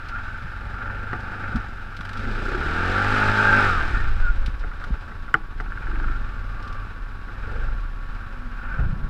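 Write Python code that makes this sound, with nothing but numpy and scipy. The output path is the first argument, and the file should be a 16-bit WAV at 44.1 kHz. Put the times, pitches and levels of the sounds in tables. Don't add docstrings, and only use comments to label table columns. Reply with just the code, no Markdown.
import sys
import numpy as np
from scipy import signal
from scipy.fft import rfft, irfft
from scipy.io import wavfile
from scipy.ndimage import uniform_filter1d, map_coordinates

SR = 44100
rng = np.random.default_rng(int(sys.argv[2]) if len(sys.argv) > 2 else 0)


def file_out(sig):
    cols = np.atleast_2d(sig).T
    lim = np.clip(cols, -1, 1)
    pcm = np.round(lim * 32767).astype(np.int16)
    wavfile.write(sys.argv[1], SR, pcm)


N = 400869

# (time [s], firing rate [Hz])
ENGINE_SPEED = [(0, 21.4), (.45, 21.2), (1.3, 22.8), (1.85, 22.4), (2.05, 24.3), (2.3, 25.4), (2.5, 32.2),
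                (2.6, 35.6), (2.748, 41.1), (2.864, 45), (3.008, 49), (3.172, 51.9), (3.356, 52.5),
                (3.45, 52.1), (3.65, 49.2), (3.75, 42.8), (3.9, 34.8), (4.05, 27), (4.22, 20.5),
                (4.4, 16.5), (5, 14), (6.1, 14.1), (6.9, 15.5), (9.09, 15.6)]
# (peak time [s], rise [s], fall [s],
# added firing rate [Hz], extra clatter [dB], extra exhaust [dB], extra hiss [dB])
ENGINE_SWELLS = [(.18, .5, 0.73, 0, 3.5, 0.5, 2), (0.999, 0.63, 0.36, 2.5, 3.5, 7, 0),
                 (1.482, 0.49, 0.31, 2, 5, 9.5, 2), (2.24, 0.16, 0.53, 0, 4.5, 7.5, 7),
                 (3.55, 0.24, 0.28, 0, 4.5, 2, -2), (3.66, 0.4, 0.13, 0.5, -0.5, -2, 4),
                 (4.08, 0.42, 1, 0, 4, 5, 5), (4.85, 0.15, 0.65, 0, 3.5, 9, 4),
                 (6.051, .58, 0.56, 10, 0, 3, 0.5), (6.67, 0.46, .45, 5, 0.5, 4.5, 0.5),
                 (7.58, 0.43, 0.33, 9, 0, 6.5, 0), (8.151, 0.17, 0.33, 1.5, 3, 1, 1),
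                 (8.76, 0.35, 0.21, 3, 7, 3.5, -0.5)]
# (level where the clutch bites [dB], slope [dB/octave],
# further slope once the clutch pulls [dB/octave])
THUD_LAW = (-39.5, 5.6, -5)
BARK_LAW = (-51, 6.4, 6.07)
CLATTER_LAW = (-39, 9.2, 7.5)
HISS_LAW = (-53, 5.9, 10.65)
RUMBLE_LAW = (-35.5, -1.8, 9.4)
# (frequency [Hz], relative level [dB])
THUD_SPECTRUM = [(10, -21.5), (22, -2), (45, 4.5), (65, -11), (85, -2.5), (103, -3), (130, -12), (200, -26),
                 (400, -76)]
BARK_SPECTRUM = [(70, -36), (150, -6.5), (210, 8.5), (255, 2.5), (305, -0.5), (360, -.5), (470, -1),
                 (575, 1), (625, -8.5), (690, -4.5), (780, -8), (880, 3.5), (950, -13), (1060, -21.5),
                 (2000, -30)]
CLATTER_SPECTRUM = [(250, -75), (660, -10.5), (880, -3.5), (1060, -14), (1170, 1.5), (1250, -0.5),
                    (1370, 7.5), (1480, 5), (1580, 5.5), (1690, -2), (1790, -.5), (1880, -11.5),
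                    (2450, -11.5), (4200, -38)]
HISS_SPECTRUM = [(1200, -4), (2500, 6), (3300, 0.5), (3900, 1.5), (4400, -4.5), (5050, -3.5), (5800, -11.5),
                 (6800, -16), (7900, -15.5), (9500, -26), (11000, -24.5), (13300, -35), (15000, -33)]
# (multiple of the firing rate [1], relative level [dB])
PIPE_ORDERS = [(1, -8), (2, 2.5), (3, -13), (4, -3.5), (5, -10.5), (6, -11.5), (7, -11), (8, -7.5),
               (9, -13), (10, -11), (11, -10), (12, -16), (14, -20), (15, -20), (16, -18), (17, -16),
               (18, -20)]
# (time [s], level [dB])
PIPE_LEVEL = [(.5, -54), (1, -47), (1.5, -50), (1.85, -57), (2.3, -42), (2.6, -33), (2.85, -28),
              (3.2, -26.5), (3.66, -24.5), (3.75, -33.5), (4, -45), (4.4, -70)]
# (centre [Hz], half-width [octaves], lift [dB])
PIPE_RESONANCES = [(251, 0.052, 8.5), (870, 0.057, 8)]
# (time [s], level [dB])
ROCKING_LEVEL = [(0, -34), (2, -46), (2.28, -25), (2.6, -27), (3.6, -38), (4.15, -17.5), (4.5, -28),
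                 (5, -30.5), (5.4, -33), (5.7, -27.5), (6.05, -15), (6.5, -28), (6.95, -30), (7.3, -32.5),
                 (7.65, -16), (8, -28), (8.45, -32.5), (9.09, -24.5)]
# (time [s], frequency [Hz], level [dB])
BELT_SONG = [(2.9, 1480, -75), (3.25, 1561, -42), (3.41, 1553, -20), (3.455, 1570, -21),
             (3.48, 1620, -15.5), (3.53, 1545, -16), (3.585, 1548, -19), (3.63, 1500, -26),
             (3.68, 1465, -21), (3.715, 1380, -21.5), (3.76, 1290, -28), (3.8, 1185, -29),
             (3.88, 1120, -50)]
# (start [s], duration [s], relative shake level [dB], relative chug level [dB])
JUDDERS = [(.16, .01, -28, -60), (.183, .01, -30, -60), (.816, .1, -27, -45), (1.341, .01, -27, -50),
           (1.441, .01, -27, -50), (2.009, .14, -28, -42), (5.661, .01, -32, -40), (5.719, .01, -28.5, -38),
           (5.772, .07, -29, -35), (5.868, .25, -28, -31), (7.062, .01, -37, -50)]
CHUG_SPECTRUM = [(120, -9), (230, 9.5), (400, 3.5), (520, -13), (800, -20)]  # (frequency [Hz], relative level [dB])
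# (peak time [s], rise [s], fall [s], centre [Hz], level [dB])
GROWLS = [(2.222, 0.096, 0.38, 229.7, -37), (2.55, 0.49, 0.32, 359, -35), (3.93, 0.2, 0.22, 344, -43.5),
          (5.95, 0.23, 0.61, 308, -51), (7.55, 0.16, 0.2, 448, -45.5), (8.8, 0.11, 0.086, 545, -47)]
# (peak time [s], rise [s], fall [s], frequency at the peak time [Hz],
# glide [Hz/s], level [dB])
SQUEALS = [(.16, 0.078, 0.11, 1396, -9, -34), (.27, 0.11, 0.24, 1494, 2.5, -39.5),
           (.88, 0.27, 0.51, 1388, 1, -38), (1.459, 0.068, 0.19, 1475, -300, -35),
           (2.18, 0.087, 0.14, 1347, 0, -37), (3.92, 0.041, .22, 1639, -400, -37),
           (3.97, 0.06, .13, 1840, -550, -36.5), (4.24, 0.036, 0.068, 1545, -1000, -40.5),
           (4.28, 0.092, 0.054, 1426, -400, -30), (6.101, 0.2, 0.18, 1405, -200, -36.5),
           (6.52, 0.48, 0.67, 1176, 0.5, -43), (8.63, 0.045, 0.083, 1370, 396, -41),
           (8.735, .06, 0.086, 1493, 702, -32), (8.82, 0.067, 0.17, 1480, -700, -39.5)]
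# (time [s], level of the ringing's peak [dB], extra weight of the low modes [dB])
KNOCKS = [(1.1303, -15, 6), (3.046, -14, 0), (4.637, -24.5, 9), (4.714, -28, 0), (4.814, -28, 0),
          (4.838, -25, 0), (5.114, -29, 3), (5.279, -30, 0), (5.3412, 0, 1), (5.5995, -19.5, 8),
          (7.285, -29, 8), (8.793, -30, 14)]
# (nominal frequency [Hz], relative level [dB], 60 dB decay time [s])
CASE_MODES = [(128, -12.5, 0.07), (190, -28, 0.29), (329, -21, 0.19), (440, -17, 0.1), (737, -15.5, 0.092),
              (847, -20.5, 0.15), (1200, 0.5, 0.046), (1380, 14.5, 0.017), (1465, 7.5, 0.024),
              (1927, 17.5, 0.0077), (2980, 0, 0.014)]
# (frequency [Hz], relative level [dB])
CRACK_SPECTRUM = [(500, -4), (3000, 0), (5500, 0), (9000, -13), (14000, -16)]
CLACK_SPECTRUM = [(200, -4), (400, -8), (900, -6), (1800, 7), (4000, -21)]
# (time [s], thump level [dB],
# nominal thump frequency [Hz], thump duration [s], sway level [dB])
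THUMPS = [(0.43, -32, 150, 0.033, -27), (0.634, -46, 130, 0.016, -23.5), (1.131, -20, 377, 0.0038, -34),
          (1.535, -21, 237, 0.048, -19), (1.566, -40, 150, 0.011, -24), (1.998, -29, 166, 0.01, -43),
          (4.479, -24.5, 189, 0.0091, -19.5), (4.903, -21.5, 199.5, 0.01, -15.5),
          (8.784, -19.5, 156, 0.0236, -14.5), (8.819, -21.5, 132, 0.028, -24),
          (8.85, -16.5, 90, 0.0257, -38), (8.886, -29, 190, 0.027, -40), (8.922, -21, 150, 0.022, -41)]
# (peak time [s], rise [s], fall [s], level [dB])
PADDING_SHIFTS = [(8.86, 0.23, 0.94, -34.5)]
PADDING_SPECTRUM = [  # (frequency [Hz], relative level [dB])
    (60, 2.5), (110, -0.5), (165, -1.5), (240, -13.0), (450, -21.0), (900, -27)]
# (start [s], duration [s], relative level [dB])
RATTLES = [(0.085, .01, -42.5), (1.1295, .01, -49), (1.2022, .01, -50), (1.558, .01, -41.5),
           (1.965, .23, -43), (4.46, .01, -37.5), (4.593, .01, -50), (4.839, .01, -45.5), (5.602, .01, -49),
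           (6.625, .12, -48), (7.803, .01, -56)]
GRIT_SPECTRUM = [  # (frequency [Hz], relative level [dB])
    (900, -42), (1450, -10), (2000, 15.0), (4000, 12.5), (5200, 10.5), (6600, -4.0),
    (8000, -4.0), (10000, -10.0), (14000, -18)]
# (peak time [s], rise [s], fall [s], extra level [dB])
RUMBLE_SWELLS = [(4.22, 0.78, 0.67, 18), (6.3, 0.34, 1, 4.5), (7.8, 0.52, 0.45, 1.5),
                 (8.85, 0.33, 0.76, 8.5)]
# (frequency [Hz], relative level [dB])
RUMBLE_SPECTRUM = [(6, -18.5), (14, 11), (28, 0.5), (50, -3), (90, -20.5), (160, -46.5), (400, -40),
                   (1000, -76)]
CONVOY_SPECTRUM = [(30, -30.5), (60, -3), (92, -3), (135, -10), (190, -13.5), (240, -12.5), (310, -17.5),
                   (620, -28), (1000, -35), (1250, -24.5), (1500, -24), (4000, -65)]
# (peak time [s], rise [s], fall [s], level [dB])
PUMP_SWELLS = [(4.45, 0.4, 0.82, -58.5), (7.5, 0.55, 2.7, -57.5)]
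# (peak time [s], rise [s], fall [s], level [dB])
DRONE_SWELLS = [(1.2, 1.3, 0.96, -58), (6.5, 2.3, 1.44, -54), (8.6, 1.06, 0.8, -48)]
# (frequency [Hz], rms level [dB])
WHISTLE_LINES = [(10645, -81.5), (10693, -91), (13187, -91)]

CLUTCH_HZ = 25
CHUG_DEPTH = 0.7
THUD_DB_PER_HZ = 0.21
THUD_SHARE = 0.13
ROCK_HZ, ROCK_WIDTH_OCTAVES, ROCK_SKEW = 30, 0.55, 0.78
BOOM_HZ, BOOM_WIDTH_OCTAVES, BOOM_DB = 98.5, 0.52, -41.5
BOOM_DB_PER_OCTAVE, BOOM_SHARE = 9.5, 0.59
OVERRUN_DB, OVERRUN_HZ_PER_S = 11, 117
CHUG_LAG_S = 0.0166
REBOUND_S, REBOUND_DB, REBOUND_SHARE = 0.007, -15, 0.56
SWAY_HZ, SWAY_S, SWAY_LAG_S = 48.5, 0.042, 0.0057
THUMP_GLIDE = 0.7
PUMP_HZ = 549
DRONE_HZ, DRONE_HZ_PER_S = 217, 2.4
TOP_HZ = 14400


def drive():
    rows = [np.outer(extra, swell(s, rise, fall)) for s, rise, fall, *extra in ENGINE_SWELLS]
    added_hz, clatter_db, exhaust_db, hiss_db = sum(rows)
    hz = uniform_filter1d(curves(ENGINE_SPEED)[0], size=SR // 12) + added_hz
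    unevenness = .011 * (1.1 - hz / hz.max()) * walk(25)
    cycle = np.cumsum(hz * (1 + unevenness)) / SR
    thud_db = THUD_SHARE * exhaust_db + THUD_DB_PER_HZ * added_hz
    return hz, cycle, (clatter_db, exhaust_db, hiss_db, thud_db)


def engine(hz, cycle, clatter_db, exhaust_db, hiss_db, thud_db):
    revs = hz / hz.max()
    puff = np.exp(-(cycle % 1) / .35)
    parts = (thud(hz, cycle, revs, thud_db) + rocking(hz, cycle) + boom(hz, cycle, exhaust_db)
             + exhaust_note(hz, cycle) + bark(hz, revs, puff, exhaust_db))
    parts = parts + clatter(hz, cycle, revs, puff, clatter_db) + hiss(hz, puff, hiss_db)
    return parts + belt(cycle, revs)


def thud(hz, cycle, revs, thud_db):
    firings = strokes(cycle, scatter_db=1.0)
    return_stroke = revs ** 2 * strokes(cycle + .5, scatter_db=2.0)
    pulses = even(colour(firings + 0.66 * return_stroke, THUD_SPECTRUM))
    return pulses * loudness(hz, THUD_LAW) * undb(thud_db)


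def bark(hz, revs, puff, exhaust_db):
    gas = noise() * (1 + 3.5 * (1 - revs) * puff)
    return even(colour(gas, BARK_SPECTRUM)) * loudness(hz, BARK_LAW) * undb(exhaust_db)


def clatter(hz, cycle, revs, puff, clatter_db):
    firings = strokes(cycle, scatter_db=1.0)
    valves = even(colour(strokes(4 * cycle, scatter_db=0.0) + 0.081 * firings, CLATTER_SPECTRUM))
    taps = (rng.random(N) < 900 / SR) * noise() + 0.26 * noise()
    shaken = even(colour(taps * (1 + CHUG_DEPTH * (1 - revs) * puff), CLATTER_SPECTRUM))
    out = even(0.57 * revs * valves + shaken) * loudness(hz, CLATTER_LAW) * undb(clatter_db)
    out = out * undb(1.0 * walk(70))
    return out / (1 + 2.5 * undb(curves(BELT_SONG)[1]))


def hiss(hz, puff, hiss_db):
    gas = noise() * (1.66 + puff) * undb(0.6 * walk(45))
    return even(colour(gas, HISS_SPECTRUM)) * loudness(hz, HISS_LAW) * undb(hiss_db)


def exhaust_note(hz, cycle):
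    lines = 0
    for k, db in PIPE_ORDERS:
        lift_db = sum(peak_db * resonance(k * hz, centre, width) for centre, width, peak_db in PIPE_RESONANCES)
        level = undb(db + lift_db + 1.8 * walk(14))
        lines = lines + level * np.sin(2 * np.pi * (k * cycle + rng.random()) + .03 * k * walk(30))
    return even(lines) * undb(curves(PIPE_LEVEL)[0] + 1.0 * walk(60))


def boom(hz, cycle, exhaust_db):
    lines = 0
    for k, db in ((3, -4), (4, 0), (5, 2.5), (6, -3)):
        line = undb(db + 2.5 * walk(11)) * np.sin(2 * np.pi * k * cycle + .6 * walk(6))
        lines = lines + line * resonance(k * hz, BOOM_HZ, BOOM_WIDTH_OCTAVES) ** 2
    overrun = np.clip(-np.gradient(hz) * SR / OVERRUN_HZ_PER_S, 0, 1)
    speed_db = BOOM_DB_PER_OCTAVE * np.log2(hz / CLUTCH_HZ)
    return lines * undb(BOOM_DB + speed_db + BOOM_SHARE * exhaust_db + OVERRUN_DB * overrun)


def rocking(hz, cycle):
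    once = np.cos(2 * np.pi * cycle) * resonance(hz, ROCK_HZ, ROCK_WIDTH_OCTAVES)
    twice = np.cos(4 * np.pi * cycle) * resonance(2 * hz, ROCK_HZ, ROCK_WIDTH_OCTAVES)
    return (once + ROCK_SKEW * twice) * undb(curves(ROCKING_LEVEL)[0] + 2.2 * walk(8))


def belt(cycle, revs):
    hz, db = curves(BELT_SONG)
    turns = np.cumsum(hz) / SR
    upper = np.sin(2 * np.pi * turns + .7 * walk(55)) * undb(2 * walk(60))
    lower = np.sin(2 * np.pi * .885 * turns + 1.2 * walk(55)) * undb(2 * walk(60))
    gear = np.sin(2 * np.pi * 16.9 * cycle + .9 * walk(40))
    return (upper + undb(-7) * lower) * undb(db) + gear * revs ** 10 * undb(-31)


def judder(cycle):
    shake_rows = [(s, length, db) for s, length, db, _ in JUDDERS]
    chug_rows = [(s + CHUG_LAG_S, length, db) for s, length, _, db in JUDDERS]
    shakes = bursts(shake_rows, cycle, decay_s=0.0075, rise_s=0.001)
    chugs = bursts(chug_rows, cycle, decay_s=0.009, rise_s=0.002)
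    hollow = unit(colour(noise(), CHUG_SPECTRUM))
    return unit(colour(noise(), CLATTER_SPECTRUM)) * shakes + hollow * chugs * undb(-1.0)


def growls(cycle, skirt_db=-26):
    pulses = even(smear(strokes(cycle, scatter_db=2.0), lag_s=.06))
    gulps = .6 * pulses + noise() * (1 + .4 * np.cos(2 * np.pi * cycle))
    out = 0
    for s, rise, fall, hz, db in GROWLS:
        hollow = even(colour(gulps, [(hz / 2, skirt_db), (hz, 0), (hz * 2, skirt_db)]))
        out = out + hollow * undb(db) * swell(s, rise, fall)
    return out


def squeals():
    t = np.arange(N) / SR
    out = 0
    for s, rise, fall, hz, glide, db in SQUEALS:
        rough_hz = (hz + glide * (t - s)) * (1 + .022 * walk(170))
        out = out + wavering(rough_hz, waver=.011) * undb(db) * swell(s, rise, fall)
    return out


def knocks():
    out = np.zeros(N)
    for s, db, weight_db in KNOCKS:
        add(out, s, knock(db, weight_db))
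        add(out, s + REBOUND_S, knock(REBOUND_DB + REBOUND_SHARE * db, weight_db))
    return out


def knock(db, weight_db, rise_s=0.00066):
    t = np.arange(SR // 5) / SR
    ring = 0
    for hz, mode_db, t60 in CASE_MODES:
        fade = undb(mode_db + weight_db * (hz < 1000) + db / 2 * (hz > 2500) - 60 * t / t60)
        ring = ring + fade * np.sin(2 * np.pi * hz * (1 + 0.031 * rng.standard_normal()) * t)
    ring = ring * (1 - np.exp(-(t / (rise_s * (2.5 - db / 20))) ** 2))
    snap = noise(size=len(t)) * np.exp(-t / 0.00048)
    crack = undb(db / 3 - 21.5) * colour(snap, CRACK_SPECTRUM)
    clack = unit(colour(noise(size=len(t)), CLACK_SPECTRUM)) * np.exp(-t / 0.013) * undb(weight_db - 31.5)
    return undb(db) * (ring / np.abs(ring).max() + crack + clack)


def thumps():
    out = np.zeros(N)
    for s, thump_db, hz, length, sway_db in THUMPS:
        add(out, s, undb(thump_db) * swing(hz, length, THUMP_GLIDE))
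        add(out, s + SWAY_LAG_S, undb(sway_db) * swing(SWAY_HZ, SWAY_S, 0))
    padding = even(colour(noise(), PADDING_SPECTRUM))
    return out + padding * swells(PADDING_SHIFTS)


def swing(hz, length, glide):
    count = int(length * SR)
    wobble = np.interp(np.arange(count) / SR * 260, np.arange(64), noise(size=64))
    settling = glide * np.exp(-np.linspace(0, 4, count))
    phase = np.cumsum(hz * (1 - settling + .1 * wobble)) / SR
    return np.sin(2 * np.pi * phase) * signal.windows.tukey(count, .7)


def rattles(cycle):
    grit = unit(colour(noise(), GRIT_SPECTRUM))
    return bursts(RATTLES, cycle, decay_s=0.008, rise_s=0.0017) * grit * undb(5.0)


def low_rumble(hz):
    swell_db = sum(db * swell(s, rise, fall) for s, rise, fall, db in RUMBLE_SWELLS)
    rumble = even(colour(noise(), RUMBLE_SPECTRUM))
    return rumble * loudness(hz, RUMBLE_LAW) * undb(swell_db + 0.5 * walk(3.06))


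def convoy():
    pulses = 0
    for hz in (19.5, 24.5, 30):
        cycle = np.cumsum(hz * (1 + 0.048 * walk(1.2))) / SR
        pulses = pulses + strokes(cycle, scatter_db=0.0)
    return unit(colour(unit(pulses) + 0.25 * noise(), CONVOY_SPECTRUM)) * undb(-44.0)


def whines():
    t = np.arange(N) / SR
    whistle = 0
    for hz, db in WHISTLE_LINES:
        whistle = whistle + np.sqrt(2) * undb(db) * np.sin(2 * np.pi * hz * t + .4 * walk(15))
    pump = wavering(PUMP_HZ, waver=0.011) * swells(PUMP_SWELLS)
    drone = wavering(DRONE_HZ + DRONE_HZ_PER_S * t, waver=0.0296) * swells(DRONE_SWELLS)
    return pump + drone + whistle + undb(-73.0) * noise()


def loudness(hz, law):
    db, per_octave, pulling = law
    octaves = np.log2(hz / CLUTCH_HZ)
    return undb(db + per_octave * octaves + pulling * np.maximum(octaves, 0))


def resonance(hz, centre_hz, octaves):
    return 1 / (1 + (np.log2(hz / centre_hz) / octaves) ** 2)


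def strokes(turns, scatter_db):
    at = np.flatnonzero(np.diff(np.floor(turns)))
    out = np.zeros(N)
    out[at] = undb(scatter_db * noise(size=8192)[:len(at)])
    return out


def each_firing(cycle, s, length):
    t = np.arange(N) / SR
    first, last = np.interp([s, s + length], t, cycle)
    return np.interp(np.arange(first, last), cycle, t)


def bursts(table, cycle, decay_s, rise_s):
    out = np.zeros(N)
    t = np.arange(SR // 15) / SR
    for start, length, db in table:
        for s in each_firing(cycle, start, length):
            add(out, s, undb(db) * np.exp(-t / decay_s) * (1 - np.exp(-t / rise_s)))
    return out


def smear(x, lag_s):
    f = np.arange(N // 2 + 1) * SR / N
    lag = lag_s * np.interp(f, np.arange(0, 3000, 60), rng.random(50))
    return irfft(rfft(x) * np.exp(-2j * np.pi * np.cumsum(lag) * SR / N), N)


def colour(x, points):
    size = 2 ** 14
    hz, db = np.transpose(points)
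    f = np.maximum(np.arange(size // 2 + 1) * SR / size, 1)
    beyond = np.maximum(np.log2(f / hz[-1]), 0) + np.maximum(np.log2(hz[0] / f), 0)
    response_db = np.interp(np.log(f), np.log(hz), db) - 20 * beyond
    cepstrum = irfft(np.log(undb(response_db)))
    cepstrum[1:size // 2] *= 2
    cepstrum[size // 2 + 1:] = 0
    return signal.fftconvolve(x, irfft(np.exp(rfft(cepstrum))))[:len(x)]


def wavering(hz, waver):
    turns = np.cumsum(hz * (1 + waver * walk(25))) / SR
    return np.sin(2 * np.pi * turns) * undb(3 * walk(9))


def walk(rate):
    knots = noise(size=8192)
    return unit(map_coordinates(knots, [np.arange(N) / SR * rate], order=2, mode="wrap"))


def swell(s, rise, fall):
    ramp = np.interp(np.arange(N) / SR, [s - abs(rise), s, s + abs(fall)], [0, 1, 0])
    return np.sin(np.pi / 2 * ramp) ** 2


def swells(table):
    return sum(undb(db) * swell(s, rise, fall) for s, rise, fall, db in table)


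def curves(table):
    s, *columns = np.transpose(table)
    return [np.interp(np.arange(N) / SR, s, c) for c in columns]


def undb(db):
    return 10 ** (np.asarray(db) / 20)


def noise(size=N):
    return rng.standard_normal(size)


def unit(x):
    return x / np.sqrt(np.mean(x ** 2))


def even(x):
    return x / np.sqrt(uniform_filter1d(x ** 2, size=SR // 4) + 1e-18)


def add(out, s, sound):
    start = int(s * SR)
    out[start:start + len(sound)] += sound[:len(out) - start]


def scene():
    hz, cycle, load = drive()
    quad = engine(hz, cycle, *load) + judder(cycle) + growls(cycle) + squeals()
    contacts = knocks() + thumps() + rattles(cycle)
    background = low_rumble(hz) + convoy() + whines()
    return (quad + contacts + background)[None]


def record(dry):
    return signal.sosfilt(signal.ellip(6, .2, 70, TOP_HZ, fs=SR, output="sos"), dry)


dry = scene()
out = record(dry)
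file_out(out)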